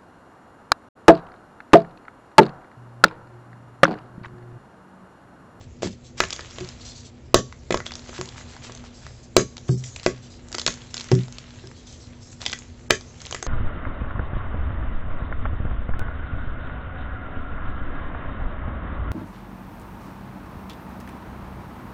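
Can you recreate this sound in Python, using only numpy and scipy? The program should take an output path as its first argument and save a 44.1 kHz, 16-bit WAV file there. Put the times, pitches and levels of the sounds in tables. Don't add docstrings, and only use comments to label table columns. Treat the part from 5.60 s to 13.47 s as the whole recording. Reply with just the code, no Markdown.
import sys
import numpy as np
from scipy import signal
from scipy.fft import rfft, irfft
from scipy.io import wavfile
from scipy.ndimage import uniform_filter1d

SR = 44100
rng = np.random.default_rng(int(sys.argv[2]) if len(sys.argv) > 2 else 0)


def digitize_waveform(pressure):
    field = np.atleast_2d(pressure).T
    bounded = np.clip(field, -1, 1)
    quanta = np.round(bounded * 32767).astype(np.int16)
    wavfile.write(sys.argv[1], SR, quanta)


def gain_from_decibels(decibels):
    exponent = np.asarray(decibels, float) / 20
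    return 10 ** exponent


N = 347067

# (time [s], crack peak [dB], table knock [dB], block ring [dB], splinter [dB])
SNAPS = [(0.222, -22, -22.5, -35, -37), (0.231, -17.5, -10.5, -49, -36), (0.603, 0.5, -15, -11.5, -12),
         (0.635, -27, -39, -18.5, -32), (0.9843, -21, -28.5, -27.5, -35), (1.7435, 5.5, 3.5, 1, -13),
         (1.753, -31, -22, -20, -25.5), (1.785, -36, -21, -31, -41.5), (2.1063, -14, -7.5, -37, -13.5),
         (2.1237, -12.5, -17.5, -25, -14.5), (2.1435, -11.5, -13, -7.5, -13.5),
         (2.4924, -30, -29, -36.5, -31), (2.612, -12.5, -28, -24, -39), (3.0962, -38, -42, -29, -35),
         (3.7658, 7, 4, -3, -20.5), (3.7787, -18, -31, -24, -32.5), (3.8074, -39, -28.5, -38, -40),
         (4.4628, -20, -3, -11, -25), (4.469, -20, -31.5, -26, -24), (5.064, 1, -18, -36, -17),
         (5.0794, -11.5, -40, -14.5, -15), (7.306, 3, -6, -8.5, -5.5), (7.7461, -15, -29.5, -23, -19),
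         (7.8654, -24.5, -28.5, -20, -26)]
# (start [s], length [s], force [dB], typical crumb pitch [Hz])
SQUEEZES = [(0.639, 0.31, 3, 4500), (0.951, 0.18, 3.5, 4300), (2.251, 0.13, -1, 4000),
            (2.468, 0.34, -10, 2800), (2.746, 0.21, -24, 1980), (3.03, 0.147, -11, 5500),
            (3.407, 0.094, -3.5, 4000), (4.372, 0.23, -2, 4956), (4.905, 0.13, -6, 4500),
            (5.087, 0.21, -1, 5180), (5.33, 0.33, 4, 3980), (5.72, 0.3, -3.5, 4970),
            (6.857, 0.23, -4.5, 4160), (7.597, 0.27, -1, 4500)]
CRUMB_DULL_DB = -14.5


def evened(x):
    return x / np.sqrt(np.mean(x ** 2) + 1e-20)


def spectrum_at(points, hz):
    f, value = np.transpose(points)
    return np.interp(np.log(hz + 1), np.log(f + 1), value)


def add(mix, s, sound):
    part = mix[round(s * SR):][:len(sound)]
    part += sound[:len(part)]


def band(x, lo_hz, hi_hz):
    sos = signal.butter(2, [lo_hz, min(hi_hz, SR / 2.2)], "bandpass", fs=SR, output="sos")
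    return signal.sosfilt(sos, x)


def held(t):
    hold_s, drop_db, glide_s = 0.062, 10.0, 0.0071
    return gain_from_decibels(-drop_db / (1 + np.exp(-(t - hold_s) / glide_s)))


def coloured(points, patchy_db, size):
    hop = size // 4
    hz, frames = np.fft.rfftfreq(size, 1 / SR), N // hop + 5
    a, b, patches = rng.standard_normal((frames, len(hz), 3)).T
    patches = uniform_filter1d(patches, size // 40, 0)
    patches = evened(uniform_filter1d(patches, 3000 // hop, 1))
    z = (a + 1j * b) * gain_from_decibels(spectrum_at(points, hz)[:, None] + patchy_db * patches)
    return evened(signal.istft(z, nperseg=size, noverlap=size - hop)[1][:N])


def air():
    # (frequency [Hz], density [dB per Hz])
    air_spectrum = [(12, -53.5), (20, -12), (69, 5), (99, 4), (134, -3.5), (181, -9.5), (245, -7.5),
                    (293, -13), (499, -13), (807, -24), (2340, -33), (6770, -51.5), (7680, -44),
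                    (8500, -48), (11000, -83), (18700, -120)]
    # (frequency [Hz], width [Hz], level [dB rms])
    fan_lines = [(86.6, 52, -58.5), (125.2, 13.2, -52.5), (241.5, 3.4, -52), (343.5, 4.6, -63.5)]
    out = gain_from_decibels(-46) * coloured(air_spectrum, 0.49, size=2048)
    for hz, width, db in fan_lines:
        r = np.exp(-np.pi * width / SR)
        drift = signal.lfilter([1 - r], [1, -r], rng.standard_normal((N, 2)) @ [1, 1j])
        waver = 1 + 0.85 * drift / abs(drift).mean()
        line = waver * np.exp(2j * np.pi * hz * np.arange(N) / SR)
        out += gain_from_decibels(db) * evened(line.real)
    return out


def room():
    # (frequency [Hz], t60 [s])
    room_decay = [(200, 0.27), (700, 0.2), (1800, 0.21), (4000, 0.41), (7000, 0.37)]
    # (frequency [Hz], level [dB])
    room_colour = [(200, 26), (800, 7.5), (2500, 9), (4500, 4), (6500, 12), (8000, 1.5)]
    # (frequency [Hz], width [Hz], level [dB])
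    narrow_bands = [(1150, 175, 1.5), (1940, 850, 6.5), (2750, 220, -9), (3450, 380, 4.5), (4800, 260, 4),
                    (5500, 580, 1), (6300, 900, 4), (7260, 550, 11)]
    taps = np.zeros(SR // 2)
    at = np.arange(100, len(taps) - 20, 6)
    taps[at + rng.integers(0, 6, len(at))] = rng.choice([-1., 1.], len(at))
    hz, t, z = signal.stft(taps, SR, nperseg=256)
    colour_db = spectrum_at(room_colour, hz)
    for f, width, db in narrow_bands:
        colour_db = colour_db + db / (1 + (2 * (hz - f) / width) ** 2)
    t60 = np.maximum(spectrum_at(room_decay, hz), .02)
    z = z * gain_from_decibels(colour_db[:, None] - 60 * t / t60[:, None]) * held(t)
    tail = signal.istft(z, SR, nperseg=256)[1]
    return tail / np.linalg.norm(tail)


def grit(per_s, spread_db, lo_hz, hi_hz, smooth):
    luck = rng.random((N, 2))
    size = gain_from_decibels(-spread_db * np.log(luck[:, 1] + 0.0056))
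    ticks = (luck[:, 0] < per_s / SR) * size * rng.standard_normal(N)
    return evened(band(evened(ticks) + smooth * rng.standard_normal(N), lo_hz, hi_hz))


def grip():
    rise_s, sag_db = 0.015, -6
    out = np.zeros(N)
    for s, length, force_db, _ in SQUEEZES:
        t = np.arange(0, length + 0.07, 1 / SR)
        press = np.minimum(t / rise_s, 1) * gain_from_decibels(force_db + sag_db * t / length)
        let_go = np.clip((length + 0.015 - t) / 0.04, 0, 1)
        add(out, s, press * let_go)
    return out


def hands():
    # (time [s], rub level [dB], coarseness of what they stir [dB])
    stirring = [(0.0, -66, -0.5), (0.57, -60.5, -5.5), (0.76, -50.5, -6.5), (1.27, -54.5, -1),
                (1.51, -66.5, 2), (2.15, -59, -6.5), (2.3, -57.5, -1), (2.52, -52, -2.5),
                (3.11, -58.5, 3.5), (3.86, -62.5, -3), (4.32, -50, -12.5), (4.71, -63, 2.5),
                (5.15, -55, -4.5), (6.66, -58, -4), (6.82, -55.5, -9), (7.17, -60.5, -1.5),
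                (7.61, -55.5, -3), (7.87, -54.5, -8)]
    # (frequency [Hz], density [dB per Hz])
    powder_spectrum = [(880, -16.5), (1500, -14.5), (1880, -11), (2820, -19), (4170, -6.5), (4650, -11.5),
                       (6740, -6), (7570, -7.5), (8500, -53), (11000, -79), (18700, -120)]
    s, *columns = np.transpose(stirring)
    rub_db, coarse_db = (np.interp(np.arange(N) / SR, s, c) for c in columns)
    rub = coloured(powder_spectrum, 4.0, size=256) + .4 * grit(900, 2.5, 3000, 8000, .1)
    crunch = grit(900, 2.5, 900, 3600, 1.0)
    roll = grit(400, 3.0, 280, 900, 1.2)
    crunch_gain = gain_from_decibels(rub_db + coarse_db) + gain_from_decibels(-53.5) * grip()
    roll_gain = gain_from_decibels(rub_db + 0.5 + 1.15 * coarse_db)
    return gain_from_decibels(rub_db) * evened(rub) + crunch_gain * crunch + roll_gain * roll


def slides():
    # (time [s], length [s], level [dB], lowest frequency [Hz])
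    slide_events = [(0.002, 0.075, -53, 900), (0.299, 0.068, -48, 2465), (0.218, 0.093, -32.5, 490),
                    (0.436, 0.088, -51, 3100), (0.57, 0.085, -36.5, 940), (1.192, 0.46, -56, 3070),
                    (1.203, 0.0394, -43, 3400), (1.245, 0.12, -39.5, 3270), (1.347, 0.12, -44.5, 3680),
                    (1.441, 0.07, -45.5, 3350), (4.077, 0.022, -35.5, 590), (4.43, 0.04, -40, 1484),
                    (3.335, 0.44, -53, 4170), (2.25, 0.048, -37.5, 1013), (2.48, 0.027, -43, 600),
                    (2.534, 0.086, -40.5, 700), (2.761, 0.086, -44.5, 785), (2.884, 0.13, -47.5, 810),
                    (3.026, 0.095, -41.5, 700), (3.241, 0.062, -47, 500), (3.626, 0.048, -50.5, 4000),
                    (4.096, 0.081, -41, 4050), (4.232, 0.1, -41, 5340), (4.619, 0.1, -49, 2760),
                    (4.696, 0.12, -50, 3760), (6.261, 0.16, -47, 3140), (6.614, 0.122, -50.5, 4950),
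                    (6.709, 0.054, -47, 5010), (6.801, 0.079, -39, 700), (4.171, .055, -44, 5250),
                    (4.25, 0.064, -45, 2690), (5.3, 0.031, -46, 2250), (6.396, 0.096, -50, 4000),
                    (6.155, 0.094, -52, 3000), (6.598, .07, -60, 3500)]
    rise_s, fade_share, sag_db = 0.011, 0.49, 8.2
    out = np.zeros(N)
    for s, length, db, lo_hz in slide_events:
        t = np.arange(round(length * SR)) / SR
        luck = rng.standard_normal((len(t), 2))
        grains = luck[:, 0] * gain_from_decibels(6.0 * luck[:, 1])
        centres = np.r_[1.12 * lo_hz, 1.3 * lo_hz, rng.uniform(lo_hz, 7620, size=4)]
        streaks = sum(band(grains, hz / 1.025, hz * 1.025) for hz in centres)
        hiss = evened(band(grains, lo_hz, 7700)) + lo_hz / 6500 * evened(streaks)
        edges = np.minimum(t / rise_s, (1 - t / length) / fade_share)
        add(out, s, gain_from_decibels(db - sag_db * t / length) * evened(hiss) * np.clip(edges, 0, 1))
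    return out


def fracture(t60, luck, slips_per_s, lead_s):
    t = np.arange(len(luck)) / SR - lead_s
    slips = luck[:, 0] * ((luck[:, 1] < slips_per_s / SR) + .25)
    slips[np.argmax(t >= 0)] = 3
    return slips * np.where(t < 0, .2, gain_from_decibels(-60 * t / max(t60, .002)))


def cracks(rows):
    ring_from_hz, ring_q, ring_db = 2300, 15, -5.5
    out = np.zeros(N)
    for s, db, hz, dull_db in rows:
        luck = np.c_[rng.standard_normal(600), rng.random(600)]
        slips = fracture(.013, luck, 2800, 0)
        tick = band(slips, hz / 1.74, hz * 1.414) + 0.25 * band(slips, 2200, 5500)
        if hz > ring_from_hz:
            ringing = signal.lfilter(*signal.iirpeak(hz, ring_q, SR), tick)
            tick = tick + gain_from_decibels(ring_db) * np.sqrt(ring_q) * ringing / 2
        dull = band(slips, 380, 1700)
        add(out, s, gain_from_decibels(db) * (tick / abs(tick).max() + gain_from_decibels(dull_db) * dull / abs(dull).max()))
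    return out


def stray_ticks():
    # (time [s], peak [dB], pitch [Hz])
    tick_events = [(0.6038, -7, 1700), (.6062, -5.5, 2200), (.62, -26, 1800), (4.463, -5.5, 1950),
                   (4.465, -11.5, 1900), (3.9685, -28, 2000), (6.865, -26, 3900), (.012, -35, 960),
                   (2.4557, -35, 6030), (2.5405, -35, 1500), (2.58, -28, 3500), (2.584, -27, 5500),
                   (2.6915, -27, 5500), (2.724, -34, 2000), (2.905, -40, 3500), (2.925, -40, 4000),
                   (3.0382, -31, 4500), (3.072, -34, 3500), (3.107, -39, 2500), (3.205, -41, 3000),
                   (4.2401, -24, 5900), (4.241, -27, 7340), (4.9448, -18.5, 4500), (4.996, -15, 4000),
                   (5.105, -23, 3000), (5.124, -25, 5000), (5.174, -34, 1480), (5.487, -27, 4500),
                   (5.498, -35, 2580), (5.607, -38, 3500), (5.64, -41, 2000), (5.746, -38, 6230),
                   (5.824, -43, 1630), (5.9485, -38, 7300), (6.327, -28, 6000), (6.4709, -36, 5040),
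                   (6.533, -39, 2500), (6.6729, -37, 6000), (6.729, -37, 2000), (6.854, -28, 4200),
                   (6.899, -31, 1500), (6.9335, -17.5, 1520), (6.949, -36, 6000), (6.966, -36, 6200)]
    return cracks([(*r, -20.5) for r in tick_events])


def crumbs_and_chips():
    # (time [s], peak [dB], pitch [Hz])
    crumb_and_chip_events = [(0.6385, -12.5, 2140), (0.7056, -12.5, 5020), (0.7276, -13, 3300), (0.731, -12.5, 5700),
                             (0.7636, -20.5, 4620), (1.089, -22, 5160), (2.3547, -16.5, 5500), (2.367, -27, 7350),
                             (3.9692, -22.5, 4400), (4.365, -18, 7250), (4.9277, -15, 4800), (4.95, -11, 4730),
                             (4.998, -13, 5300), (5.077, -4, 4320), (5.343, -11, 5460), (5.369, -13.5, 4500),
                             (5.379, -15, 4140), (5.409, -16.5, 4150), (5.4136, -20, 4810), (5.552, -17.5, 5680),
                             (5.7844, -19, 4370), (6.8548, -19, 3400), (6.8632, -4.5, 3480), (6.8976, -19, 4324),
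                             (6.933, -13.5, 4540), (6.989, -22.5, 6830), (7.653, -24.5, 3220), (7.6612, -20.5, 6250),
                             (0.6523, -22, 4220), (0.686, -25, 6550), (0.808, -22, 4900), (1.0048, -25, 4570),
                   (1.0474, -26, 4400), (2.338, -23, 4800), (2.474, -33, 4500), (2.564, -29, 1890),
                   (2.581, -26, 1580), (2.6575, -24.5, 4700), (2.689, -24, 3520), (2.7807, -24.5, 1980),
                   (3.1214, -26, 4840), (3.1503, -26, 6300), (3.7962, -18.5, 1900), (4.886, -26, 6903),
                   (4.918, -21, 7350), (4.987, -16, 4530), (5.2187, -29, 3440), (5.443, -21, 6040),
                   (5.49, -28, 1900), (5.5907, -26, 2760), (5.725, -26, 6400), (6.072, -28.5, 5152),
                   (6.881, -23, 4300), (6.9129, -25, 3700), (6.9196, -18, 6320), (7.6176, -21, 6570),
                   (7.7646, -25, 2180)]
    return cracks([(*r, CRUMB_DULL_DB) for r in crumb_and_chip_events])


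def crushed_lumps():
    # (time [s], peak [dB], pitch [Hz], dull part against the tick [dB])
    lump_events = [(0.793, -27.5, 1430, 4), (1.9257, -26.5, 1780, -25), (2.1735, -16.5, 4200, -2.5),
                   (2.2033, -24.5, 1662, 4), (2.265, -14.5, 3300, -9), (2.3085, -26, 1780, -15),
                   (2.3198, -19, 3470, -7.5), (2.394, -28.5, 4300, -9), (3.045, -27, 5430, -20),
                   (3.4663, -27.5, 4460, 1), (3.9804, -22.5, 3730, -9.5), (4.398, -24.5, 2850, -11),
                   (4.947, -23, 1630, 4.5), (4.9835, -11, 4260, -7), (5.016, -16.5, 4180, -10),
                   (5.1404, -22, 6000, -15), (5.3986, -18, 4260, -19), (5.6825, -28.5, 3720, -2.5),
                   (6.1147, -35.5, 1520, -2.5), (6.817, -17.5, 4060, -8.5), (6.9296, -12.5, 2360, -13.5),
                   (7.3031, -27.5, 1790, 11.5), (7.308, 0, 2430, -7.5), (7.3172, -15, 2210, -17),
                   (7.323, -29, 6800, -20), (7.4105, -26, 4443, -9), (7.604, -29, 4240, -17),
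                   (7.6675, -22.5, 3100, -9), (7.711, -15.5, 6600, -9), (7.726, -14.5, 3200, -4),
                   (7.827, -12, 6400, -6), (2.461, -38, 1510, -4), (2.53, -37, 1200, 0),
                   (2.676, -32, 4035, -4), (2.761, -41, 1000, 1), (2.811, -36, 1179, 0),
                   (2.86, -45, 1520, 0), (2.966, -29.5, 1150, -22), (3.002, -54, 1000, -7.5),
                   (3.027, -35.5, 2200, -16), (3.175, -30, 4000, -8), (3.24, -42, 1000, 7),
                   (6.806, -41.5, 1100, 1), (6.829, -36, 1000, 1), (6.8683, -20.5, 3470, -4.5),
                   (7.022, -32, 2140, -13), (4.239, -26.5, 3220, -34), (4.2438, -28, 3240, -33),
                   (4.362, -19.5, 2960, -14), (4.432, -23, 4800, -12), (4.4626, -9.5, 4200, -19.5)]
    return cracks(lump_events)


def squeezes():
    crumbs_per_s, small_db, size_spread_db, pitch_spread = 24, -36, 2.0, .35
    rows = []
    for s, length, force_db, typical_hz in SQUEEZES:
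        count = round(length * crumbs_per_s)
        for i in range(count):
            when = s + length * (i + rng.random()) / count
            db = small_db + force_db + size_spread_db * rng.standard_normal()
            hz = np.clip(typical_hz * np.exp(pitch_spread * rng.standard_normal()), 1500, 7300)
            rows.append((when, db, hz, CRUMB_DULL_DB))
    return cracks(rows)


def splinters():
    delay_s, typical_hz, pitch_spread = 0.003, 1830, .1
    rows = []
    for s, *_, splinter_db in SNAPS:
        hz = typical_hz * np.exp(pitch_spread * rng.standard_normal())
        rows.append((s + delay_s, splinter_db, hz, CRUMB_DULL_DB))
    return cracks(rows)


def bumps():
    # (time [s], peak [dB], contact [s])
    bump_events = [(1.7855, -18.5, 0.0026), (3.779, -16.5, 0.0022), (3.8068, -18, 0.0027),
                   (4.1404, -18.5, .003), (5.5162, -4.5, 0.0018), (5.519, -8, 0.0013),
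                   (5.5238, -8.5, 0.0023), (5.5397, -4.5, 0.0041), (5.531, -6.5, .006),
                   (5.562, -22, 0.0043), (5.5707, -19, 0.0043), (5.5782, -13, 0.0041), (4.1077, -15, .003),
                   (4.1165, -19, 0.0031), (1.7566, -16, 0.0023), (0.27, -21, 0.0014), (0.25, -18, 0.0038),
                   (0.26, -16, 0.0028), (0.26, -19.5, 0.0036)]
    out = np.zeros(N)
    for s, db, contact_s in bump_events:
        add(out, s, gain_from_decibels(db) * np.hanning(round(contact_s * SR) + 3))
    return band(out, 89.0, 2400)


def ring(modes, contact_s):
    t = np.arange(SR // 5) / SR
    out = np.zeros(len(t))
    for hz, db, t60 in modes:
        place, detune = rng.standard_normal(2)
        level = gain_from_decibels(db + 1.5 * place - 60 * t / max(t60, .005))
        out += level * np.sin(2 * np.pi * hz * (1 + detune / 60) * t)
    out = np.convolve(out * held(t), np.hanning(round(contact_s * SR) + 3))[:len(t)]
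    return out / abs(out).max()


def blow(block, table, s, crack_db, boom_db, knock_db, ring_db, knock_modes):
    # (frequency [Hz], level [dB], t60 [s])
    block_modes = [(670, 22.5, 0.0252), (943, 20.5, 0.0054), (1100, 34, 0.014), (1118, 5, 0.41),
                   (1410, -52, 0.0059)]
    # (frequency [Hz], level [dB], t60 [s])
    boom_modes = [(87.2, -19.5, 0.08933), (95, -8, 0.91), (126.1, 21.5, 0.56), (133.6, 10.5, 0.52),
                  (156, 1.5, 0.38), (196, -1.5, 0.39), (242, -15, 0.37), (150.75, 7.5, 0.051)]
    t60 = np.clip(0.041 * gain_from_decibels(knock_db - crack_db), .008, .016)
    luck = np.c_[rng.standard_normal(4000), rng.random(4000)]
    crack = band(fracture(t60, luck, 9000, 0.000739), 1320, 7270)
    contact_s = 0.00024 + 0.00055 * (boom_db > knock_db - 6)
    add(block, s, gain_from_decibels(crack_db) * crack / abs(crack).max())
    add(block, s, gain_from_decibels(ring_db) * ring(block_modes, 0.00068))
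    add(table, s, gain_from_decibels(knock_db) * ring(knock_modes, contact_s))
    add(table, s, gain_from_decibels(boom_db) * ring(boom_modes, 0.003))


def landings(block, table):
    # (time [s], crack peak [dB], table knock [dB], table boom [dB])
    drop_events = [
        (1.008, -26, -23.5, -26),
        (2.5895, -44, -23.5, -31),
        (4.0911, -28, -15.5, -7.5),
        (4.144, -44, -39.5, -22.5),
        (5.5157, -10.5, -11.5, -39),
        (5.523, -24, -19, -8),
        (5.5396, -27, -23, -26),
        (6.0397, -53.5, -32, -38),
    ]
    # (frequency [Hz], level [dB], t60 [s])
    thud_modes = [(184, 1, 0.12), (243.6, -9, 0.1), (342, 4, 0.11), (377.4, 5.5, 0.17), (425, -3, .1),
                  (561, -2.5, 0.12), (700, 0, 0.041), (917, -6, 0.052), (1240, -8, 0.049),
                  (1620, 0.5, 0.057)]
    for s, crack_db, knock_db, boom_db in drop_events:
        blow(block, table, s, crack_db, boom_db, knock_db, knock_db - 13, thud_modes)


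def snaps(block, table):
    # (frequency [Hz], level [dB], t60 [s])
    thock_modes = [(524, 21, 0.014), (700, -2, 0.02), (237.5, -14.5, 0.25), (263.4, -7.5, 0.33),
                   (367, -11, 0.12), (382.3, -4.5, 0.24), (422.3, 4, 0.16), (521, -11, 0.39),
                   (576, -5, 0.1), (617, 2.5, 0.047)]
    for s, crack_db, knock_db, ring_db, _ in SNAPS:
        blow(block, table, s, crack_db, knock_db - 22, knock_db, ring_db, thock_modes)


def scene():
    bed = air() + hands() + slides()
    crumbs = stray_ticks() + crumbs_and_chips() + crushed_lumps() + squeezes() + splinters()
    block, table = np.zeros((2, N))
    landings(block, table)
    snaps(block, table)
    table = band(table, 110, 2200) + bumps()
    to_room = gain_from_decibels(-9.5) * block + gain_from_decibels(-10.5) * band(table, 190, 3000) + gain_from_decibels(-9.0) * crumbs
    wet = signal.fftconvolve(to_room, room())[:N]
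    mono = block + table + crumbs + wet + bed
    return np.array([mono, mono])


def with_gaps(x):
    # (time [s], length [s], lowest frequency [Hz], highest frequency [Hz])
    hole_events = [(1.7345, .0065, 1700, 9000), (3.7545, .007, 1600, 9000), (5.0555, .004, 1700, 3300),
                   (7.284, .017, 1700, 9000), (7.293, .008, 900, 1700), (4.075, .092, 3850, 4350),
                   (4.09, .07, 3550, 3700), (4.105, .075, 2550, 2950), (4.125, .05, 1450, 1750),
                   (4.152, .016, 1450, 3500), (4.083, .02, 5850, 6050), (5.56, .025, 850, 1150)]
    out, hz = x.copy(), np.fft.rfftfreq(8192, 1 / SR)
    for s, length, lo_hz, hi_hz in hole_events:
        at = round(s * SR)
        gate = signal.windows.tukey(round(length * SR), .3) ** .5
        piece = rfft(out[:, at:at + len(gate)] * gate, 8192) * ((hz > lo_hz) & (hz < hi_hz))
        out[:, at:at + len(gate)] -= irfft(piece)[:, :len(gate)] * gate
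    return out


def side_error(mono):
    # (frequency [Hz], level [dB])
    error_level = [(200, -61.5), (600, -42.5), (1200, -27), (3000, -26.5), (7000, -26)]
    hz, t, z = signal.stft(mono, SR, nperseg=1024)
    patches = rng.random((len(hz) // 12 + 1, len(t) // 4 + 1)) < .3
    on = np.repeat(np.repeat(patches, 12, 0), 4, 1)[:len(hz), :len(t)]
    scramble = np.exp(2j * np.pi * rng.random(z.shape))
    z = z * on * scramble * gain_from_decibels(spectrum_at(error_level, hz))[:, None]
    return signal.istft(z, SR, nperseg=1024)[1][:N]


def band_limit(x):
    return signal.sosfilt(signal.butter(12, 16320, fs=SR, output="sos"), x)


def record(dry):
    lowpass = signal.firwin(201, 7982, window=("kaiser", 9), fs=SR)
    dull = signal.oaconvolve(with_gaps(dry), lowpass[None], "same")
    stereo = dull + np.outer([1, -1], side_error(dull[0]))
    overloaded = np.clip(stereo, -1, 1)
    return band_limit(overloaded)


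dry = scene()
out = record(dry)
digitize_waveform(out)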